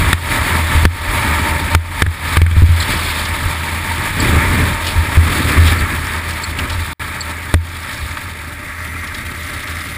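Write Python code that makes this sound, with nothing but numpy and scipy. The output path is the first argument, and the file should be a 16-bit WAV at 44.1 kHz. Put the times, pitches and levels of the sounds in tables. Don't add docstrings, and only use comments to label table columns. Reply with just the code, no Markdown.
import sys
import numpy as np
from scipy import signal
from scipy.fft import rfft, irfft, next_fast_len
from scipy.io import wavfile
from scipy.ndimage import uniform_filter1d, minimum_filter1d, map_coordinates

SR = 44100
rng = np.random.default_rng(int(sys.argv[2]) if len(sys.argv) > 2 else 0)


def inscribe(sig):
    pcm = np.round(np.clip(np.atleast_2d(sig).T, -1, 1) * 32767)
    wavfile.write(sys.argv[1], SR, pcm.astype(np.int16))


N = 439677


def amp(db):
    return 10 ** (np.asarray(db) / 20)


def unit(x):
    return x / np.sqrt(np.mean(x ** 2) + 1e-20)


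def noise(shape=N):
    return rng.standard_normal(shape)


def curves(rows):
    times, *columns = np.transpose(rows)
    return [np.interp(np.arange(N) / SR, times, column) for column in columns]


def wobble(rate):
    knots = noise(int(N * rate / SR) + 4)
    return map_coordinates(knots, [np.arange(N) * rate / SR])


def swells(rows, edge=2.6):
    t = np.arange(N) / SR
    return sum(db * np.exp(-np.abs(2 * (t - s) / length) ** edge) for s, length, db in rows)


def filtered(x, response):
    size = next_fast_len(len(x) + 8192)
    hz = np.fft.rfftfreq(size, 1 / SR)
    return irfft(rfft(x, size) * response(hz), size)[:len(x)]


def coloured(x, spectrum):
    hz, db = np.transpose(spectrum)
    return unit(filtered(x, lambda f: amp(np.interp(np.log(f + 1), np.log(hz), db))))


def resonant(x, peaks):
    def response(f):
        return sum(amp(db) * 1j * f * width / (centre * centre - f * f + 1j * f * width)
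                   for centre, width, db in peaks)
    return unit(filtered(x, response))


def ringing(modes, t):
    return sum(amp(db - 60 * t / t60) * np.sin(2 * np.pi * hz * t) for hz, db, t60 in modes)


def crunch(rate, share):
    chips = (rng.random(N) < rate / SR) * rng.uniform(-1.07, 1, N)
    share = np.clip(share, 0, 1)
    return np.sqrt(1 - share) * noise() + np.sqrt(share) * unit(chips)


def steady(x, size=6615):
    return x / np.sqrt(np.abs(uniform_filter1d(x ** 2, size)) + 1e-9)


def patchy(x, depth_db):
    z = signal.stft(x, nperseg=256)[2]
    field = uniform_filter1d(noise(z.shape), size=6, axis=0)
    field = uniform_filter1d(field, size=5, axis=1)
    return unit(signal.istft(z * amp(depth_db * unit(field)))[1][:N])


def add(track, s, sound):
    part = track[round(s * SR):][:len(sound)]
    part += sound[:len(part)]


# (time [s], share [0-1])
SLOWING = [(0, 0), (5, 0.23), (6.5, 0.3), (7.8, 0.61), (9, 0.8)]


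def slowness():
    return np.clip(curves(SLOWING)[0], 0, 1)


# (time [s], level [dB])
GLIDE = [(0, -19.5), (2, -21.5), (3.7, -23), (6.2, -24), (7.2, -27.5), (8.6, -30.5), (9, -28.5), (10, -28)]
# (middle [s], length [s], rise before a layer's share [dB])
ROUGH_ICE = [(.04, 0.13, 3.5), (.52, 0.17, 5.5), (1.4, 0.53, 6), (2.92, 0.1, 4.5), (4.3, .24, 13),
             (4.58, 0.32, 12.5), (5.53, 0.86, 12.5), (6.62, 0.09, 6)]


def level_db(law):
    over_db, slow_loss_db, rough_share = law
    return curves(GLIDE)[0] + over_db - slow_loss_db * slowness() + rough_share * swells(ROUGH_ICE)


# (offset [dB], loss at a full slow-down [dB], share of the rough ice's rise)
GRIT_LAW = (-7, 6.2, 0.025)
# (middle [s], length [s], rise [dB])
SKIDS = [(2.98, 0.66, 5.5), (4.27, 0.18, 5.5), (4.57, 0.29, 3.5), (4.88, 0.085, 9), (5.42, 0.5, 5.5),
         (5.69, 0.094, 9), (7.92, 0.65, 5), (9.1, .24, 2.5), (9.7, 0.67, 5.5)]


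def grit_level_db():
    return level_db(GRIT_LAW) + swells(SKIDS)


# (frequency [Hz], level [dB])
DEVICE_TONES = [(2000, -30.5), (6000, -44), (10000, -45.5), (14000, -47)]


def device_tones(skirt_db=-9):
    swell, = curves([(8.55, 0.074), (8.8, 1), (9.5, 1), (9.75, 0.71), (10, 0.74)])
    flutter = resonant(noise(), [(83.6, 16, 0)])
    flutter = flutter + amp(skirt_db) * coloured(noise(), [(60, 2), (250, -6), (900, -40)])
    t = np.arange(N) / SR
    tones = sum(amp(db) * np.sin(2 * np.pi * hz * t) for hz, db in DEVICE_TONES)
    return swell * flutter * tones


def crumbs(count=110, start_s=6, over_grit_db=-0.5, spread_db=3, centre_hz=3600, life_s=0.0035):
    track, t = np.zeros(N), np.arange(SR // 40) / SR
    shape = t / life_s * np.exp(1 - t / life_s)
    grit_db = grit_level_db()
    for when, size, pitch in rng.random((count, 3)):
        s = start_s + when * (N / SR - start_s)
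        hz = centre_hz * 2 ** (2 * pitch - 1)
        spectrum = [(hz / 3, -30), (hz / 2.3, -8), (hz, 0), (hz * 1.3, -9), (hz * 4, -26)]
        grain = coloured(noise(len(t)), spectrum)
        grain_db = grit_db[int(s * SR)] + over_grit_db + spread_db * (2 * size - 1.0)
        add(track, s, amp(grain_db) * shape * grain)
    return track


# (time [s], level [dB], frequency [Hz], width [Hz])
SQUEAKS = [(2.799, -18, 4050, 300), (2.822, -20.5, 4080, 600), (3.249, -23, 3670, 2000),
           (4.199, -18, 4470, 170), (4.864, -19, 3140, 2500), (5.671, -21, 3470, 2000),
           (5.785, -27, 4470, 200), (6.303, -26.5, 3620, 2000), (6.434, -20, 4340, 200),
           (6.585, -17.5, 2470, 800), (6.695, -21, 2800, 2000), (6.727, -26, 3930, 400),
           (7.204, -20, 4420, 150), (8.167, -21, 1410, 600), (9.07, -29, 3500, 2500),
           (9.143, -25.5, 3280, 2000), (9.67, -26.5, 3060, 2500)]


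def squeaks(rise_s=0.0061, upper_hz=7650, upper_db=-8, clean_hz=230):
    track, t = np.zeros(N), np.arange(SR // 10) / SR
    shape = (t / rise_s) ** 2 * np.exp(2 - 2 * t / rise_s)

    def rough_mode(hz, width):
        narrow = resonant(noise(len(t)), [(hz, width, 0)])
        return resonant(narrow, [(hz, 4 * width, 0)])

    for s, db, hz, width in SQUEAKS:
        low = rough_mode(hz, width)
        high = rough_mode(upper_hz, width)
        drive = amp(upper_db) * (2 * hz / upper_hz) ** 2 * np.sqrt(clean_hz / width)
        add(track, s, amp(db) * shape * (low + drive * high))
    return track


# (time [s], hull swing [dB], crack before a 9 dB cut [dB],
# strongest ring [Hz], dull panel knock [dB])
BUMPS = [(0.1301, 2, 9.5, 1810, -7), (0.75, -1.5, -22, 1220, -22), (0.853, 10, 10, 1744, -5),
         (1.7493, 11.5, 12, 1240, -2), (2.021, 6, 11, 1780, -1), (2.064, 8, 3, 1700, -24),
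         (2.3695, 5.5, 6, 2140, -9.5), (2.417, 11.5, 5, 2250, -21), (2.464, 0.5, 0, 1540, -24),
         (2.512, -1.5, -4, 1570, -16), (2.566, 6.5, -11, 1300, -19), (2.621, 12, -8, 1300, -23),
         (2.691, 5, -17, 1310, -32), (4.292, -12, -24, 1800, -10.5), (4.357, -3.5, -26, 1800, -14),
         (5.172, 6.5, -20, 1200, -18), (5.574, -1.5, -27, 1700, -24), (5.821, -3, -23, 1700, -25),
         (7.5405, 8, 6, 1186, 0)]
# (frequency [Hz], level [dB], t60 [s])
HULL_MODES = [(82.6, 2.5, 0.22), (39.5, -11.5, 0.13), (136.5, -6, 0.076), (202, -18, 0.055),
              (273, -20.5, 0.072)]
# (frequency [Hz], level [dB], t60 [s])
PANEL_MODES = [(383, -3.5, 0.019), (614, -9.5, 0.023)]
# (frequency [Hz], relative level [dB per Hz])
FRAME_SPECTRUM = [(80, -4), (180, 2.5), (400, -9), (750, -13.5), (1200, -0.5), (2200, 1.5), (2800, -11.5),
                  (3600, -6.5), (6000, -41), (8400, -13), (15000, -26.5)]
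# (frequency [Hz], relative level [dB per Hz])
THUD_SPECTRUM = [(25, -14), (60, -2), (130, 0), (250, -11), (450, -12), (900, -44)]


def bumps(crack_s=0.0056, tail_db=-22, tail_t60=0.076, ring_db=2, ring_t60=0.025,
          give_s=0.0044, thud_db=0, thud_t60=0.064):
    track, t = np.zeros(N), np.arange(SR // 2) / SR
    give = 1 - np.exp(-t / give_s)
    swing = -give * ringing(HULL_MODES, t)
    contact = np.exp(-(t / crack_s) ** 4) + amp(tail_db - 60 * t / tail_t60)
    thud_decay = amp(thud_db - 60 * t / thud_t60)
    panel = ringing(PANEL_MODES, t)
    for s, swing_db, crack_db, hz, panel_db in BUMPS:
        crack = contact * coloured(noise(len(t)), FRAME_SPECTRUM)
        crack = crack + ringing([(hz, ring_db, ring_t60)], t)
        thud = give * thud_decay * coloured(noise(len(t)), THUD_SPECTRUM)
        knock = amp(swing_db) * swing + amp(crack_db - 9) * crack + amp(panel_db) * (panel + thud)
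        add(track, s, knock)
    return track


# (offset [dB], loss at a full slow-down [dB], share of the rough ice's rise)
BOOM_LAW = (-0.25, 0.81, 0.49)
RUMBLE_LAW = (-8, 0, 1)
# (middle [s], length [s], rise [dB])
DIPS = [(.03, 0.12, 4.5), (.83, 0.28, 11.5), (2.7, .2, 10), (3.46, 0.12, 7), (4.56, 0.11, 5.5),
        (4.99, 0.1, 8), (5.69, .26, 8.5), (6.78, 0.1, 7.5), (8.03, 0.11, 5)]
# (frequency [Hz], relative level [dB per Hz])
BOOM_SPECTRUM = [(15, -27), (25, -26), (40, -9), (62, -14), (73, -11.5), (82, 6.5), (91, -7.5),
                 (110, -19.5), (150, -24.5), (250, -57)]
RUMBLE_SPECTRUM = [(59, -40), (100, -8), (113, -3), (134, -8), (227, -11), (294, -12), (496, -21.5),
                   (600, -25.5), (696, -33), (800, -33.5), (1040, -53), (1760, -120)]


def hull(load_db):
    boom_db = level_db(BOOM_LAW) + swells(DIPS) + 1.35 * wobble(11)
    rumble_db = level_db(RUMBLE_LAW) + 1.0 * wobble(9)
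    boom = amp(boom_db) * steady(coloured(noise(), BOOM_SPECTRUM))
    rumble = amp(rumble_db + load_db) * coloured(crunch(rate=150, share=0.32), RUMBLE_SPECTRUM)
    return boom + rumble


# (offset [dB], loss at a full slow-down [dB], share of the rough ice's rise)
SCRAPE_LAW = (-0.57, 0, 0.41)
# (time [s], level [dB])
SINGING = [(0, -26.5), (1, -26.5), (1.5, -24.5), (2.3, -32.5), (4, -30), (5.1, -28.5), (5.4, -40),
           (6.1, -33), (7.4, -39.5), (10, -50.5)]
# (frequency [Hz], width [Hz], relative level [dB])
RUNNER_MODES = [(289, 71, -11.5), (594, 55, -9.5), (908, 31.7, 0)]
SLOW_RUNNER_MODES = [(267, 34, 3.5), (592, 20, 2.5), (1340, 41, 1), (5430, 800, -20)]
# (frequency [Hz], width [Hz], relative level [dB])
EDGE_MODES = [(3680, 520, 0.5), (4480, 110, -0.5), (7540, 190, -5.5), (8330, 280, -2.5), (9900, 630, -6.5),
              (10700, 77, -10)]
# (frequency [Hz], relative level [dB per Hz])
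RACING_SPECTRUM = [(410, -37), (700, -14.5), (795, -10), (910, -8.5), (996, -7), (1270, -2), (1460, -8.5),
                   (1740, -1), (2030, -4), (2320, -2.5), (2840, -18.5), (3000, -16), (3900, -26),
                   (6600, -120)]
SLIDING_SPECTRUM = [(410, -54), (700, -26), (851, -15), (882, -15.5), (1010, -30), (1120, -3), (1290, -0.5),
                    (1370, -1), (1450, -11), (1580, 0.5), (1800, -1.5), (1890, -0.5), (2150, -2),
                    (2320, -3), (3000, -21.5), (3900, -42), (6600, -120)]
GRIT_SPECTRUM = [(1530, -8), (2600, -3.5), (2920, -5.5), (3570, -1), (4190, -6.5), (4550, -6.5),
                 (4890, -11.5), (5340, -11), (5910, -32), (6200, -52.5), (8060, -34), (13600, -120)]
SPRAY_SPECTRUM = [(3530, -30), (6000, -8), (7340, -6), (8320, -3), (9010, -7), (9900, 1.5), (10500, -3.5),
                  (11500, -14.5), (11600, -23), (12300, -16), (13400, -7.5), (14000, 0.5), (14700, -8),
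                  (15400, -12.5)]


def runners(load_db):
    slow = slowness()
    scrape_db = level_db(SCRAPE_LAW) + .5 * wobble(9.6)
    grit_db = grit_level_db() + .5 * wobble(7.1)
    bite_db = (0.73 + 1.3 * slow) * (wobble(45) + wobble(220))

    racing = patchy(coloured(crunch(rate=700, share=0.21), RACING_SPECTRUM), depth_db=1.07)
    sliding = patchy(coloured(crunch(rate=500, share=0.13), SLIDING_SPECTRUM), depth_db=1.8)
    sliding = sliding + amp(-9.5) * resonant(noise(), SLOW_RUNNER_MODES)
    scrape = amp(scrape_db + load_db) * (np.sqrt(1 - slow) * racing + np.sqrt(slow) * sliding)

    ring = amp(curves(SINGING)[0] + load_db) * resonant(noise(), RUNNER_MODES)
    grinding = patchy(coloured(crunch(rate=450, share=0.085), GRIT_SPECTRUM), depth_db=1.5)
    grit = amp(grit_db + load_db + bite_db) * grinding

    fizz = coloured(crunch(rate=1500, share=0.3), SPRAY_SPECTRUM)
    fizz = fizz + amp(-4.0) * resonant(noise(), EDGE_MODES)
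    spray = amp((scrape_db + grit_db) / 2 - 6.0 + load_db + bite_db) * fizz
    return scrape + ring + grit + spray


def gliding():
    load_db = 1.04 * wobble(22) + 0.58 * wobble(130)
    return hull(load_db) + runners(load_db)


def scene():
    sled = crumbs() + squeaks() + bumps() + gliding()
    mono = device_tones() + sled
    return np.array([mono, mono])


def bass_image(x, hz=12000, db=-31):
    bass = filtered(x, lambda f: 1 / (1 + (f / 150) ** 4))
    return amp(db) * bass * np.sin(2 * np.pi * hz * np.arange(N) / SR)


def auto_gain(x, ceiling_db=-1.0, bass_db=-4, attack_s=0.0036, release_db_per_s=68, hold_size=1601):
    sensed = filtered(x.mean(axis=0), lambda hz: amp(bass_db / (1 + (hz / 250) ** 2)))
    over_db = np.maximum(20 * np.log10(np.abs(sensed) + 1e-9) - ceiling_db, 0)
    held_db = -minimum_filter1d(-over_db, hold_size, origin=hold_size // 2)
    ramp_db = release_db_per_s * np.arange(N) / SR
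    cut_db = np.maximum.accumulate(held_db + ramp_db) - ramp_db
    pole = np.exp(-1 / (attack_s * SR))
    return x * amp(-signal.lfilter([1 - pole], [1, -pole], cut_db))


# (centre [Hz], width [Hz], gain [dB])
HOUSING = [(6015, 360, -8.5), (11770, 720, -6.5)]


def housing(hz):
    return amp(sum(db * np.exp(-((hz - centre) / width) ** 2) for centre, width, db in HOUSING))


# (start [s], end [s])
CUT_OUT = (6.932, 6.996)
TOP_HZ = 15400


def record(dry):
    t = np.arange(N) / SR
    live = np.where((t > CUT_OUT[0]) & (t < CUT_OUT[1]), amp(-44.5), 1)
    wet = auto_gain(dry).mean(axis=0)
    wet = live * wet / (1 + wet ** 8) ** (1 / 8)
    mono = filtered(wet + bass_image(wet), lambda hz: housing(hz) * (hz < TOP_HZ))
    return np.array([mono, mono])


dry = scene()
out = record(dry)
inscribe(out)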